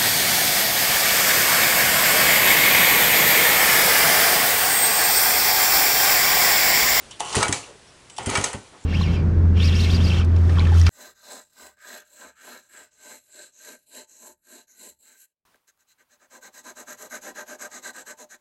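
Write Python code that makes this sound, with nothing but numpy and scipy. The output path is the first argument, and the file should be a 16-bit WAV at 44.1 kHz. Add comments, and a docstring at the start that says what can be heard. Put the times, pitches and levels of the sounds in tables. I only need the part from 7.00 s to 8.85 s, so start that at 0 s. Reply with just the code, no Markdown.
"""Under an open shed roof, an old motorcycle is kicked over twice and does not catch.
Narrow noise bands scrape, thud, whine and chirp; noisy contacts ring modes of lever, case and valves.
Dense clicks through body resonances rattle as gears, and pulses running to and fro in a pipe puff.
Roof and concrete give a short decaying-noise echo over quiet, coloured outdoor hiss and a faint hum."""
import sys
import numpy as np
from scipy import signal
from scipy.fft import rfft, irfft
from scipy.io import wavfile
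from scipy.ndimage import uniform_filter1d

SR = 44100
rng = np.random.default_rng(int(sys.argv[2]) if len(sys.argv) > 2 else 0)


def gain_from_db(level_db):
    """Turn a decibel level (scalar or array-like) into a linear amplitude factor."""
    decades = np.asarray(level_db, float) / 20
    return 10 ** decades


def generate_wav(sig):
    """Save sig (samples, or channels by samples) to the path in sys.argv[1] as 16-bit PCM at SR."""
    pcm = np.round(np.clip(np.atleast_2d(sig).T, -1, 1) * 32767).astype(np.int16)
    wavfile.write(sys.argv[1], SR, pcm)


N = 81585


def band(x, lo_hz, hi_hz):
    """Band-pass."""
    sos = signal.butter(2, [lo_hz, min(hi_hz, SR / 2.2)], "bandpass", fs=SR, output="sos")
    return signal.sosfilt(sos, x)


def unit(x):
    """Scale to rms 1."""
    return x / np.sqrt(np.mean(x ** 2) + 1e-18)


def onset_unit(x):
    """Scale so that the first 10 ms have rms 1."""
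    return x / np.sqrt(np.mean(x[:SR // 100] ** 2))


def colour(x, curve):
    """Apply a (frequency [Hz], gain [dB]) curve."""
    hz, curve = np.fft.rfftfreq(N, 1 / SR) + 1, np.array(curve)
    gain_db = np.interp(np.log(hz), np.log(curve[:, 0]), curve[:, 1])
    return irfft(rfft(x) * gain_from_db(gain_db), N)


def add(out, s, x):
    """Mix x in at s seconds."""
    i = int(s * SR)
    out[i:i + len(x)] += x[:N - i]


def ring(x, modes):
    """Decaying resonances driven by x, one two-pole filter per mode."""
    out = 0
    for hz, db, t60_s in modes:
        radius = np.exp(-np.log(1000) / (t60_s * SR))
        w = 2 * np.pi * hz / SR
        out = out + gain_from_db(db) * signal.lfilter([0, np.sin(w)], [1, -2 * radius * np.cos(w), radius ** 2], x)
    return out


BITE_S = 0.00066  # rise of the contact
STRIKE_DB = 13.5  # first hard contact, over the chatter
CRACK_DB, LOW_CRACK_DB = -3.5, -22  # unpitched part over the ring; the low knock is mostly pitched
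TAIL_DB, TAIL_T60_S = 15, 0.02


def blows(table, modes):
    """A strike and a few ms of chattering contact crack, ring the part's modes and leave a short noisy tail."""
    out, t = np.zeros(N), np.arange(SR // 4) / SR
    for s, mid_db, low_db, high_db, contact_s in table:
        chatter, hiss = rng.standard_normal((2, len(t)))
        contact = chatter * np.minimum(t / BITE_S, 1) * np.exp(-t / contact_s)
        tail = hiss * np.minimum(t / contact_s, 1) * gain_from_db(TAIL_DB - 60 * t / TAIL_T60_S)
        rung = ring(contact + gain_from_db(STRIKE_DB) * (t == 0), modes)
        for lo, hi, db, crack_db in ((600, 1500, low_db, LOW_CRACK_DB),
                                     (1650, 5000, 0, CRACK_DB),
                                     (5000, 12000, high_db, CRACK_DB)):
            # filtered twice for steep band edges
            pitched = onset_unit(band(band(rung, lo, hi), lo, hi))
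            crack = onset_unit(band(band(contact, lo, hi), lo, hi))
            noisy_tail = band(tail, lo, hi) / band(hiss, lo, hi).std()
            add(out, s, gain_from_db(mid_db + db) * (pitched + gain_from_db(crack_db) * (crack + noisy_tail)))
    return out


AIR_DB, AIR_START_DB, AIR_SETTLES_S = -44.5, 5.5, 0.34  # the hiss is a little louder at first
HUM_HZ, HUM_DB = 119, -57.5
# spectrum of the outdoor air: (frequency [Hz], relative density [dB per Hz])
AIR_SPECTRUM = [(20, 11.5), (60, 2.5), (120, -2.5), (250, -3.5), (450, -4), (1100, -7), (3000, -10),
                (6000, -13.5), (10000, -15), (13000, -22)]


def air():
    """Soft outdoor hiss and far rumble from coloured noise, with a faint wavering hum from a narrow band."""
    hum = gain_from_db(HUM_DB) * unit(band(rng.standard_normal(N), HUM_HZ - 4, HUM_HZ + 4))
    hiss = unit(colour(rng.standard_normal(N), AIR_SPECTRUM))
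    level_db = AIR_DB + AIR_START_DB * np.exp(-np.arange(N) / SR / AIR_SETTLES_S)
    return hum + hiss * gain_from_db(level_db)


# narrow scrapes, squeaks and soft thuds, probably lever pivot, spring and boot,
# with a long faint insect whine near 7.8 kHz and a faint bird-like chirp near 5.5 kHz:
# (time [s], length [s], frequency [Hz], width [Hz], level [dB])
NARROW_SOUNDS = [(0.106, 0.07, 3220, 800, -41), (0.2, 0.16, 980, 385, -33), (0.215, 0.14, 2970, 400, -37),
                 (0.628, 0.041, 2700, 493, -41.5), (0.679, 0.056, 544, 120, -43),
                 (0.689, 0.1, 410, 110, -47), (0.612, 0.32, 7830, 197.6, -63.5),
                 (0.872, 0.05, 5500, 400, -55), (1.113, 0.068, 7800, 600, -47),
                 (1.228, 0.019, 8000, 500, -38), (1.183, 0.081, 130, 119, -38.5),
                 (1.688, 0.059, 110, 90, -52), (1.726, 0.072, 750, 870, -43),
                 (1.799, 0.073, 7200, 800, -54)]


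def squeaks_and_calls():
    """Narrow rough noise bands that come quickly and fade."""
    out = np.zeros(N)
    for s, length_s, hz, width_hz, db in NARROW_SOUNDS:
        n = int(length_s * SR)
        swell = np.sin(np.pi * np.sqrt(np.arange(n) / n))  # peaks a quarter of the way in
        rough = unit(band(rng.standard_normal(SR), hz - width_hz / 2, hz + width_hz / 2))[:n]
        add(out, s, gain_from_db(db) * swell * rough)
    return out


# knocks of the kick lever: (time [s], mid level [dB], low over mid [dB], high over mid [dB], contact decay [s])
LEVER_HITS = [(.1092, -42, -5.5, 2.5, 0.012), (.198, -41, 0, 8, 0.01), (.2045, -30, 10.5, 2, 0.00079),
              (.2473, -47.5, -21, 12, 0.021), (.3257, -29.5, -2, -1, 0.017),
              (1.0979, -44.5, -5.5, 1, 0.0058), (1.1643, -43.5, -23, 2, 0.0081),
              (1.1812, -37.5, -30, 5.5, 0.0039), (1.1845, -36, 13, -21, 0.00091),
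              (1.2321, -50.5, 15, 5, 0.011), (1.838, -65.5, 14, 16.5, 0.01)]
# resonances of the lever: (frequency [Hz], relative level [dB], T60 [s])
LEVER_RESONANCES = [(867, 17.5, 0.024), (1108, -9, 0.27), (2160, -35, 0.12), (3043, -6, 0.038),
                    (2973, -21, 0.39), (3340, -19, 0.15), (3600, -13, 0.069), (4900, -15, 0.0088),
                    (5750, 0, 0.016), (6580, -2.5, 0.015), (7600, 7, 0.0047), (8180, 4.5, 0.012),
                    (9440, 6.5, 0.012)]


def lever_blows():
    """Boot, pawl and stops knock the lever, whose modes ring."""
    return blows(LEVER_HITS, LEVER_RESONANCES)


RATTLE_PER_S, RATTLE_SCATTER_DB = 2500, 1.5  # click rate; mean of the random boost per click
CATCH_DB = 0.96  # rms level wobble: teeth bind and free unevenly
# crank and gear train turning, one list per kick: (time [s], rattle level [dB], high over low body [dB])
KICK_TURNS = [
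    [(.195, -44, 9), (.212, -25.5, -5), (.24, -36, -3), (.3, -34, 5), (.345, -28.5, -7), (.36, -19.5, 1.5),
     (.41, -23, -3), (.45, -20, -5), (.5, -27, -12), (.524, -33, 3), (.535, -22.5, -1.5), (.62, -42, 4),
     (.7, -47, -1), (.8, -62, -24)],
    [(1.178, -67, -2), (1.195, -28, -10.5), (1.25, -36, -7.5), (1.275, -28.5, -6), (1.33, -23, -4),
     (1.38, -21.5, -7.5), (1.43, -28.5, -1.5), (1.455, -23.5, -1.5), (1.528, -36.5, -2),
     (1.542, -26.5, -12), (1.6, -54.5, 6), (1.7, -51.5, -1.5)],
]
# lower resonances of the crankcase: (frequency [Hz], width [Hz], relative level [dB])
LOW_BODY = [(130, 243, 0.5), (435, 207, 6.5), (800, 330, 7.5), (1402, 397, 6), (1865, 493, 5.5),
            (2890, 1020, 5.5)]
# upper resonances of the crankcase: (frequency [Hz], width [Hz], relative level [dB])
HIGH_BODY = [(3840, 1860, 6), (5700, 930, 3.5), (7100, 420, 1.5), (8980, 500, -6), (9660, 2900, 3)]


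def case_body(clicks, peaks):
    """Crankcase resonances as a weighted sum of noisy click bands."""
    return unit(sum(gain_from_db(db) * unit(band(clicks, hz - width_hz / 2, hz + width_hz / 2))
                    for hz, width_hz, db in peaks))


def rattle():
    """Dense uneven tooth clicks, blended with noise, ring the crankcase while the crank turns."""
    t = np.arange(N) / SR
    turn_s, turn_db, bright_db = np.concatenate([np.array(kick) for kick in KICK_TURNS]).T
    happens, side, strength = rng.random((3, N))
    clicks = (happens < RATTLE_PER_S / SR) * np.sign(side - .5)
    clicks = clicks * gain_from_db(-RATTLE_SCATTER_DB * np.log(strength + 1e-9))
    clicks = unit(clicks) + 1.27 * rng.standard_normal(N)
    catch = gain_from_db(CATCH_DB * unit(band(rng.standard_normal(N), 24, 193)))
    turning = sum((t > kick[0][0]) * (t < kick[-1][0]) for kick in KICK_TURNS)
    brightness = gain_from_db(np.interp(t, turn_s, bright_db))
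    body = case_body(clicks, LOW_BODY) + brightness * case_body(clicks, HIGH_BODY)
    return turning * catch * gain_from_db(np.interp(t, turn_s, turn_db)) * body


# clanks of the case: (time [s], mid level [dB], low over mid [dB], high over mid [dB], contact decay [s])
CASE_HITS = [(.3462, -34, 11.5, -11, 0.0011), (.405, -35, 12, 9.5, 0.015), (.4279, -20.5, 6, 4, 0.0046),
             (.5258, -21.5, -19, 5, 0.0038), (1.2945, -31, 2, -4, 0.0017), (1.2994, -34, 0.5, 8.5, 0.0016),
             (1.311, -32.5, 5, -6, 0.0022), (1.3528, -18.5, -1.5, -3, 0.0076),
             (1.412, -34.5, -18, 4, 0.0022), (1.4406, -23, -5, 8, 0.0053)]
# resonances of the case: (frequency [Hz], relative level [dB], T60 [s])
CASE_RESONANCES = [(1289.5, 4, 0.12), (1450, 7.5, 0.046), (1934, 22, 0.0096), (2290, 8.5, 0.1),
                   (2426, 8, 0.074), (2802, 9.5, 0.033), (3660, -8.5, 0.081), (3926, 3, 0.12),
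                   (5190, 13.5, 0.0044), (5440, 1.5, 0.01), (6525, 17, 0.0099), (6430, -8.5, 0.03),
                   (8010, 11, 0.0084), (8440, 14.5, 0.0068)]


def case_clanks():
    """Hard contacts clank against the case, whose modes ring."""
    return blows(CASE_HITS, CASE_RESONANCES)


# snaps of the valves: (time [s], mid level [dB], low over mid [dB], high over mid [dB], contact decay [s])
VALVE_HITS = [(.3521, -27, 2.5, 7.9, 0.0062), (.4808, -29.5, -8, 5, 0.0097),
              (1.2595, -34, -0.5, 7.5, 0.011), (1.3715, -26.5, 4.5, 3.9, 0.0089),
              (1.5304, -43.5, 9, 11.6, 0.004)]
# resonances of the valves: (frequency [Hz], relative level [dB], T60 [s])
VALVE_RESONANCES = [(900, -12, 0.044), (1980, 8.5, 0.024), (3190, 9.5, 0.017), (7000, -28, 0.012),
                    (7800, 7, 0.013), (8690, 15, 0.019), (9760, 16, 0.0061), (10860, 21, 0.005)]


def valve_snaps():
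    """Valves snap with a bright crack and short ringing modes."""
    return blows(VALVE_HITS, VALVE_RESONANCES)


PUFF_DIP, PUFF_FALL = .6, 1.1  # scale of the dip; decay rate of the peak per front width
END_TRIP_S, END_KEEP = 0.00597, 0.7  # delay and strength of the inverted return
PIPE_TRIP_S, PIPE_KEEP, PIPE_RING_DB = .0208, 0.48, -42  # repeat delay, strength kept each trip
GAS_DB, GAS_T60_S = -8.5, 0.16  # gas noise over its puff
# exhaust puffs: (time [s], level [dB], front width [s])
EXHAUST_PUFFS = [(0.3702, -9.5, .0008), (0.4948, -15, 0.00078), (1.2736, -12, 0.00074),
                 (1.3839, -14.5, 0.00087), (1.5483, -21.5, 0.00077)]
# resonances of the exhaust pipe: (frequency [Hz], relative level [dB], T60 [s])
PIPE_RESONANCES = [(104.7, -7, 0.28), (146.6, -7.5, 0.1), (241, -1.5, 0.038), (410, 3, 0.15)]


def exhaust():
    """Each opening valve sends a dip-then-peak pulse; the open end inverts it, it runs to and fro, gas rushes."""
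    pulses, gas = np.zeros(N), np.zeros(N)
    t = np.arange(-SR // 200, SR // 5) / SR  # starts 5 ms early to hold the dip
    for s, db, width_s in EXHAUST_PUFFS:
        u = t / width_s
        pulse = np.e * u * np.exp(-np.abs(u) * np.where(u < 0, 1, PUFF_FALL))
        add(pulses, s - 1 / 200, gain_from_db(db) * pulse * np.where(u < 0, PUFF_DIP, 1))
        add(gas, s - 1 / 200, (t > 0) * gain_from_db(db + GAS_DB - 60 * t / GAS_T60_S))
    returned = uniform_filter1d(np.roll(pulses, int(END_TRIP_S * SR)), size=40)
    trip, out = pulses - END_KEEP * returned, np.zeros(N)
    for k in range(5):
        out += PIPE_KEEP ** k * np.roll(trip, int(k * PIPE_TRIP_S * SR))
        trip = uniform_filter1d(trip, size=20)  # each trip blunts the pulse
    rush = gas * unit(band(rng.standard_normal(N), 115, 510))
    return out + gain_from_db(PIPE_RING_DB) * ring(pulses, PIPE_RESONANCES) + rush


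SHED_DB, SHED_GAP_S = -10.5, 0.0043  # echo level, wait before the echo
SHED_T60_S, SHED_TREBLE_T60_S = 0.38, 0.26


def shed(x):
    """Diffuse echoes from roof, floor and benches as decaying noise; the treble dies first."""
    t = np.arange(SR // 2) / SR
    noise = rng.standard_normal(len(t))
    body = band(noise, 222, 1770) * gain_from_db(-60 * t / SHED_T60_S)
    treble = band(noise, 5100, 21000) * gain_from_db(-60 * t / SHED_TREBLE_T60_S)
    tail = (body + treble) * (t > SHED_GAP_S)
    return x + gain_from_db(SHED_DB) * signal.fftconvolve(x, tail / np.sqrt(np.sum(tail ** 2)))[:N]


def scene():
    """The motorcycle and small calls echoing in the shed, over the dry outdoor air."""
    metal = lever_blows() + case_clanks() + valve_snaps()
    inside = squeaks_and_calls() + metal + rattle() + exhaust()
    return (shed(inside) + air())[None]


def band_limit(x):
    """A steep low-pass at the top of the band."""
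    return signal.sosfilt(signal.butter(12, 12740, fs=SR, output="sos"), x)


# response of the microphone: (frequency [Hz], gain [dB])
MIC_RESPONSE = [(20, -30), (60, -6.5), (8000, -5.5), (10200, -7.5), (10900, -19.5), (12000, -21.5),
                (12500, -44), (12800, -81)]


def record(dry):
    """A small microphone that fades above 10 kHz and stops near 12.5 kHz."""
    heard = colour(dry, MIC_RESPONSE)
    return band_limit(heard)


dry = scene()
out = record(dry)
generate_wav(out)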